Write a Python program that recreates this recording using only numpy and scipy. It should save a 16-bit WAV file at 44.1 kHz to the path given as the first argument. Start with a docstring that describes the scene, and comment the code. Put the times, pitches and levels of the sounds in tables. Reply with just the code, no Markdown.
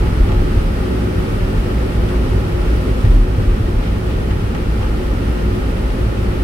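"""A deep rumble of wheels through the car body, heard inside an electric tram rolling at an even pace.
Two motors, their gears and the air conditioner hum and beat against each other, and air hisses from the
vents. The steel wheels ring and knock, and loose panels rattle. Halfway, a thin rail hiss swells and the
car thumps over a wavy piece of track; an automatic gain control ducks and slowly recovers."""
import sys
import numpy as np
from scipy import signal
from scipy.fft import rfft, irfft
from scipy.io import wavfile
from scipy.ndimage import uniform_filter1d, minimum_filter1d

SR = 44100
rng = np.random.default_rng(int(sys.argv[2]) if len(sys.argv) > 2 else 0)


def generate_wav(sig):
    """Save sig (samples, or channels by samples) to the path in sys.argv[1] as 16-bit PCM at SR."""
    pcm = np.round(np.clip(np.atleast_2d(sig).T, -1, 1) * 32767).astype(np.int16)
    wavfile.write(sys.argv[1], SR, pcm)


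N = 283563
TIME = np.arange(N) / SR
FREQ = np.maximum(np.arange(N // 2 + 1) * SR / N, 1)

# low modes of the car body: f/Hz, t60/s, relative level/dB
BODY_MODES = [(34.6, 0.18, -5), (39.9, 0.31, 5), (49, 0.13, -5), (71.2, 0.29, -1), (94.6, 0.21, 2.5),
              (107.2, 0.29, -1.5)]
# rough stretches of track: middle t/s, length/s, shake level/dB
ROUGH_PATCHES = [(.28, 0.82, -16), (2.98, 0.12, -26), (3.632, 0.33, -15.5), (5.798, 0.16, -16.5)]
# short low thuds and swells of the rumble: t/s, push level/dB, push width/s
THUDS = [(0.205, -15, 0.0067), (.375, -19, 0.0035), (.44, -13.5, 0.01), (0.574, -12, 0.0055),
         (1.13, -22, 0.0027), (1.43, -19, .006), (1.58, -18, 0.0064), (1.985, -15, 0.0044),
         (3.044, -11.5, .0036), (3.073, -15, .0045), (3.383, -13, 0.0035), (3.478, -10, 0.0057),
         (3.604, -14.5, 0.0037), (3.775, -12.5, 0.0078), (5.173, -19, 0.0041), (6.069, -19.5, 0.0032)]
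# rolling noise, before the cabin colours it: f/Hz, level/dB per Hz
ROAR_SPECTRUM = [(10, -55), (20, -44), (40, -37), (75, -45), (110, -43.5), (135, -47.5), (200, -48),
                 (270, -51.5), (350, -52.5), (460, -55), (600, -60), (750, -69.5), (1500, -75.5),
                 (5000, -105)]
# air from the vents, before the cabin colours it: f/Hz, level/dB per Hz
VENT_SPECTRUM = [(250, -79), (700, -64), (1000, -66), (1400, -63.5), (1650, -68), (2100, -69.5),
                 (2850, -71), (3600, -76), (5200, -80), (7000, -87.5), (8900, -84), (10500, -87.5),
                 (11600, -86.5), (14000, -92.5), (16000, -93)]
# cabin resonances: f/Hz, width/Hz, left boost/dB, right boost/dB
CABIN_MODES = [(98.4, 25, 8, 5.5), (121.6, 41, -6, 0.5), (159, 35, 0.5, 1.5), (219.4, 27.5, 3, 3),
               (299, 17, 5, 1), (360, 18.4, 7, 1), (381.6, 12.3, -1, 9), (433, 16.4, 4.5, 3),
               (504, 24, 1, -5.5), (510, 30, 3, -1), (567.5, 19, -5, 5), (845, 98, 0.5, 4),
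               (1280, 220, 1.5, 3), (1863, 170, 2.5, 3), (8200, 1200, -3, 1.5)]
# stereo image of the cabin noise: f/Hz, left-right correlation
STEREO_IMAGE = [(60, 0.97), (130, 0.98), (290, 1), (400, 0.35), (490, 0.47), (590, -0.19), (780, 0.12),
                (855, 0.18), (980, -0.045), (1400, -0.41), (1850, -0.11), (2250, 0.062), (3000, -0.039),
                (15000, -0.052)]
# deep hums of the two traction motors and the compressor: shaft f/Hz, level/dB
HUMS = [(54.37, -24), (54.045, -27), (59.5, -22.7)]
# partials of each machine: multiple of shaft speed, left level/dB, right level/dB
DRIVE_TONES = [(2, -30, -31), (3, -41.5, -33.5), (4, -45.5, -45)]
COMPRESSOR_TONES = [(5, -46, -48), (6, -40.5, -41.5), (7, -46, -41), (9, -40.5, -43), (10, -57, -47),
                    (11, -56, -51), (24, -52, -51.5), (51, -57, -57)]
BLOWER_TONES = [(5, -49, -39.5), (6, -35, -35.5), (12, -39.5, -51.5)]
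# gear tone, before its fader: multiple of meshing rate, left level/dB, right level/dB
GEAR_TONES = [(1, -32, -38.5)]
# fader ride on the gear tone: t/s, gain/dB
GEAR_FADER = [(0, -3), (.4, 1.5), (1.2, -1), (1.9, -5), (2.55, 0), (3.1, 1), (3.5, -1.5), (4.3, -6),
              (5.1, -2), (5.4, 1.5), (6.4, -3)]
# modes of the steel wheels: f/Hz, t60/s, relative level/dB
WHEEL_MODES = [(790, .025, 1), (826, .1, -4), (855, .2, 0), (1312, .14, -2.5), (1340, .12, -4),
               (1878, .1, -5.5)]
# light knocks of a wheel on the rail: t/s, strike level/dB
KNOCKS = [(.288, -26), (.319, -24), (2.089, -27), (3.05, -25.5), (4.309, -27), (4.549, -23), (4.829, -28),
          (5.282, -31)]
# rattling panels and fittings: t/s, centre f/Hz, crest level/dB, attack/s
RATTLES = [(.292, 950, -33, .011), (.318, 1800, -38, .012), (1.39, 1450, -36, 0.026),
           (1.56, 1500, -39, .012), (2.095, 1000, -36, .025), (2.665, 1550, -38, .012),
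           (3.03, 260, -22.5, 0.018), (3.115, 250, -23, .016), (3.38, 302, -25, 0.019),
           (3.81, 2380, -38, .04), (4.10, 2500, -37, .025), (4.29, 1500, -34.5, .018),
           (4.54, 1500, -33, 0.013), (4.79, 850, -35.5, .035), (5.38, 1500, -38, .014),
           (5.76, 2200, -40, .011), (5.89, 2500, -42, .012), (6.32, 2200, -42, .012)]


def undb(db):
    """Decibels to gain."""
    return 10 ** (np.asarray(db) / 20)


def contour(points):
    """A curve through (f/Hz, value) points on a log-frequency axis."""
    hz, value = np.transpose(points)
    return np.interp(np.log(FREQ), np.log(hz), value)


def walk(rate_hz):
    """Smooth random modulation with a spread of 1, moving about rate_hz times a second."""
    slow = irfft(rfft(rng.standard_normal(N)) * np.exp(-(FREQ / rate_hz) ** 2), N)
    return (slow - slow.mean()) / slow.std()


def noise_band(noise, low_hz, high_hz):
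    """Band-pass a noise and bring it to unit level."""
    band = signal.sosfilt(signal.butter(2, [low_hz, high_hz], "bandpass", fs=SR, output="sos"), noise)
    return band / band.std()


def ring_down(modes):
    """One second of struck modes, each a decaying sine."""
    t = TIME[:SR]
    return sum(undb(db) * np.sin(2 * np.pi * hz * t) * undb(-60 * t / t60) for hz, t60, db in modes)


def car_body(force):
    """The body's low modes ring on after every push."""
    return signal.fftconvolve(force, ring_down(BODY_MODES))[:len(force)]


def track_roughness(smooth_db=-28.5, crossfade_s=0.068):
    """How hard the track shakes the car: an even floor, and more over each rough stretch."""
    patches = 0
    for middle, length, db in ROUGH_PATCHES:
        inside_s = length / 2 - np.abs(TIME - middle)
        patches = patches + undb(db) * np.clip(inside_s / crossfade_s + .5, 0, 1)
    return np.hypot(undb(smooth_db), patches)


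def body_boom(springs_hz=65):
    """Rough track shakes the body through the springs; short pushes ring its low modes as thuds."""
    springs = signal.butter(2, springs_hz, fs=SR, output="sos")
    shake = car_body(signal.sosfilt(springs, rng.standard_normal(N + SR)))[SR:]
    shake = shake / np.sqrt(uniform_filter1d(shake ** 2, size=SR // 6))  # the track alone sets the level
    pushes = 0
    for middle, db, width in THUDS:
        away = ((TIME - middle) / width) ** 2
        pushes = pushes + undb(db) * (1 - 2 * away) * np.exp(-away) / (width * SR)
    return shake * track_roughness() + car_body(pushes)


def cabin_noise(spectrum, ripple_db=2.0, ripple_hz=9):
    """A noise bed: long waves reach both sides alike, standing waves colour each side differently."""
    mid, side = rfft(rng.standard_normal((2, N))) * np.sqrt(SR) / 2
    alike = contour(STEREO_IMAGE)
    pair = mid * np.sqrt(1 + alike) + np.array([[1], [-1]]) * side * np.sqrt(1 - alike)
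    boost_db = sum(np.outer([left, right], 1 / (1 + (2 * (FREQ - hz) / width) ** 4))
                   for hz, width, left, right in CABIN_MODES)
    # higher up the standing waves crowd together into a fine random ripple
    ripple = np.interp(FREQ / ripple_hz, np.arange(4096), rng.standard_normal(4096))
    share = contour([(300, .2), (900, .55), (1800, .45), (2500, .25), (6000, .15)])
    return irfft(pair * undb(contour(spectrum) + boost_db + ripple_db * share * ripple), N)


def wheel_roar(gain_db=1.0, flutter_db=0.12):
    """The steady roar of the wheels, fluttering with the running surface."""
    return cabin_noise(ROAR_SPECTRUM) * undb(gain_db - flutter_db * walk(15))


def vents(gain_db=0.28, swirl_db=0.32):
    """An even rush of air with a slight swirl."""
    return cabin_noise(VENT_SPECTRUM) * undb(gain_db + swirl_db * walk(9.5))


def motor_throb(in_step_s=2.56, waver_db=0.75, drift=.0004):
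    """Two motors slide in and out of step every few seconds and beat quickly against the compressor."""
    out = 0
    for hz, db in HUMS:
        turns = hz * (TIME - in_step_s + np.cumsum(drift * walk(2)) / SR)
        out = out + np.sqrt(2) * np.sin(2 * np.pi * turns) * undb(db + waver_db * walk(4.9))
    return out


def machine(base_hz, tones, drift, waver_db, widen_hz=450):
    """Wavering partials of a slightly drifting rotation; higher ones reach the two sides out of phase."""
    turns = np.cumsum(base_hz * (1 + drift * walk(2.22))) / SR
    out = 0
    for multiple, left_db, right_db in tones:
        skew = np.pi / 2 * np.tanh((multiple * base_hz / widen_hz) ** 2)
        phase = 2 * np.pi * (multiple * turns + rng.random()) + np.array([[-skew], [0]])
        level_db = np.array([[left_db], [right_db]]) + waver_db * walk(3.5)
        out = out + np.sqrt(2) * np.sin(phase) * undb(level_db)
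    return out


def gears(mesh_hz=357.5, grit=.5, grit_hz=30):
    """A gritty hum of meshing teeth that wanders a little in pitch."""
    hum = machine(mesh_hz, GEAR_TONES, drift=0.00551, waver_db=1.0)
    fader_db = np.interp(TIME, *np.transpose(GEAR_FADER))
    return hum * undb(fader_db) * (1 + grit * walk(grit_hz))


def wheel_ring(roll_db=-44.5, swell_db=2.2, contact_s=0.0052, crack_db=-3):
    """Steel wheels sing faintly as they roll; each knock adds a short crack and a clearer ring."""
    modes = ring_down(WHEEL_MODES)
    rolling = undb(roll_db + swell_db * walk(4))
    knocks = sum(undb(db) * (TIME >= start) * np.exp(-np.abs(TIME - start) / contact_s)
                 for start, db in KNOCKS)
    surface = rng.standard_normal((2, N))
    crack = undb(crack_db) * knocks * noise_band(surface, low_hz=1100, high_hz=3000)
    ringing = signal.fftconvolve((rolling + knocks) * surface, [modes / np.linalg.norm(modes)])[:, :N]
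    return ringing + crack


def rattles(band_ratio=1.5, chatter_db=2.5, chatter_hz=120):
    """Panels and loose fittings chatter in short bursts, blurred by the cabin."""
    out = 0
    for start, hz, db, attack in RATTLES:
        burst = noise_band(rng.standard_normal((2, N)), hz / band_ratio, hz * band_ratio)
        age = np.maximum(TIME - start, 0) / attack
        out = out + burst * undb(db) * age * np.exp(1 - age)
    chatter = undb(chatter_db * walk(chatter_hz))
    return out * chatter / np.sqrt(np.mean(chatter ** 2))


def rail_hiss(crest_s=3.14, rise_s=.2, fall_s=.14, crest_db=-52):
    """A thin hiss of wheel on rail swells into the thump and dies away."""
    hiss = noise_band(rng.standard_normal((2, N)), low_hz=3000, high_hz=12000)
    age = TIME - crest_s
    return hiss * undb(crest_db) * np.exp(-np.maximum(-age / rise_s, age / fall_s))


def thump(middle_s=3.146, half_length_s=.078, wave_hz=38.6, peak_db=-2.5):
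    """A short wavy piece of track rocks the body near its lowest modes: it swings up and rings out."""
    age = TIME - middle_s
    rocking = np.exp(-(age / half_length_s) ** 4) * np.cos(2 * np.pi * wave_hz * age)
    swing = car_body(rocking)
    return swing / np.abs(swing).max() * undb(peak_db)


def scene():
    """The mix from a seat in the car: a bed of noise, machine hums and accents from the track."""
    drive = machine(base_hz=54.3, tones=DRIVE_TONES, drift=0.003, waver_db=1.46)
    compressor = machine(base_hz=59.52, tones=COMPRESSOR_TONES, drift=0.00052, waver_db=1.6)
    blower = machine(base_hz=42.58, tones=BLOWER_TONES, drift=0.0017, waver_db=2.0)
    bed = body_boom() + wheel_roar() + vents()
    hums = motor_throb() + drive + compressor + blower + gears()
    accents = rattles() + wheel_ring() + rail_hiss() + thump()
    return bed + hums + accents


def microphones(sound, low_cut_hz=28, lag_s=0.0002):
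    """Both microphones lose the deepest bass; the left one gets the long waves a little later."""
    low_cut = 1 / np.sqrt(1 + (low_cut_hz / FREQ) ** 8)
    lag = lag_s / (1 + (FREQ / 400) ** 2)
    left_delay = np.exp(-2j * np.pi * FREQ * np.outer([1, 0], lag))
    return irfft(rfft(sound) * low_cut * left_delay, N)


def record(dry, threshold_db=-11.0, squeeze=0.59, attack_s=0.22, hold_fall_db_per_s=0.55, top_hz=15800):
    """Gain control follows the loudness, ducks on heavy thumps and lets go slowly; the top is cut."""
    sound = microphones(dry)
    pole = np.exp(-1 / (attack_s * SR))
    power = np.mean(sound ** 2, axis=0)
    loudness = np.sqrt(signal.lfilter([1 - pole], [1, -pole], power) + 1e-12)
    fall = undb(-hold_fall_db_per_s * TIME)
    held = np.maximum.accumulate(loudness / fall) * fall
    gain = np.minimum(undb(threshold_db) / held, 1) ** squeeze
    # look-ahead limiting keeps the peaks under full scale
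    headroom = minimum_filter1d(.95 / (np.abs(sound).max(axis=0) + 1e-9), size=1024)
    ducked = sound * uniform_filter1d(np.minimum(gain, headroom), size=1024)
    return signal.sosfilt(signal.ellip(12, .1, 80, top_hz, fs=SR, output="sos"), ducked)


dry = scene()
out = record(dry)
generate_wav(out)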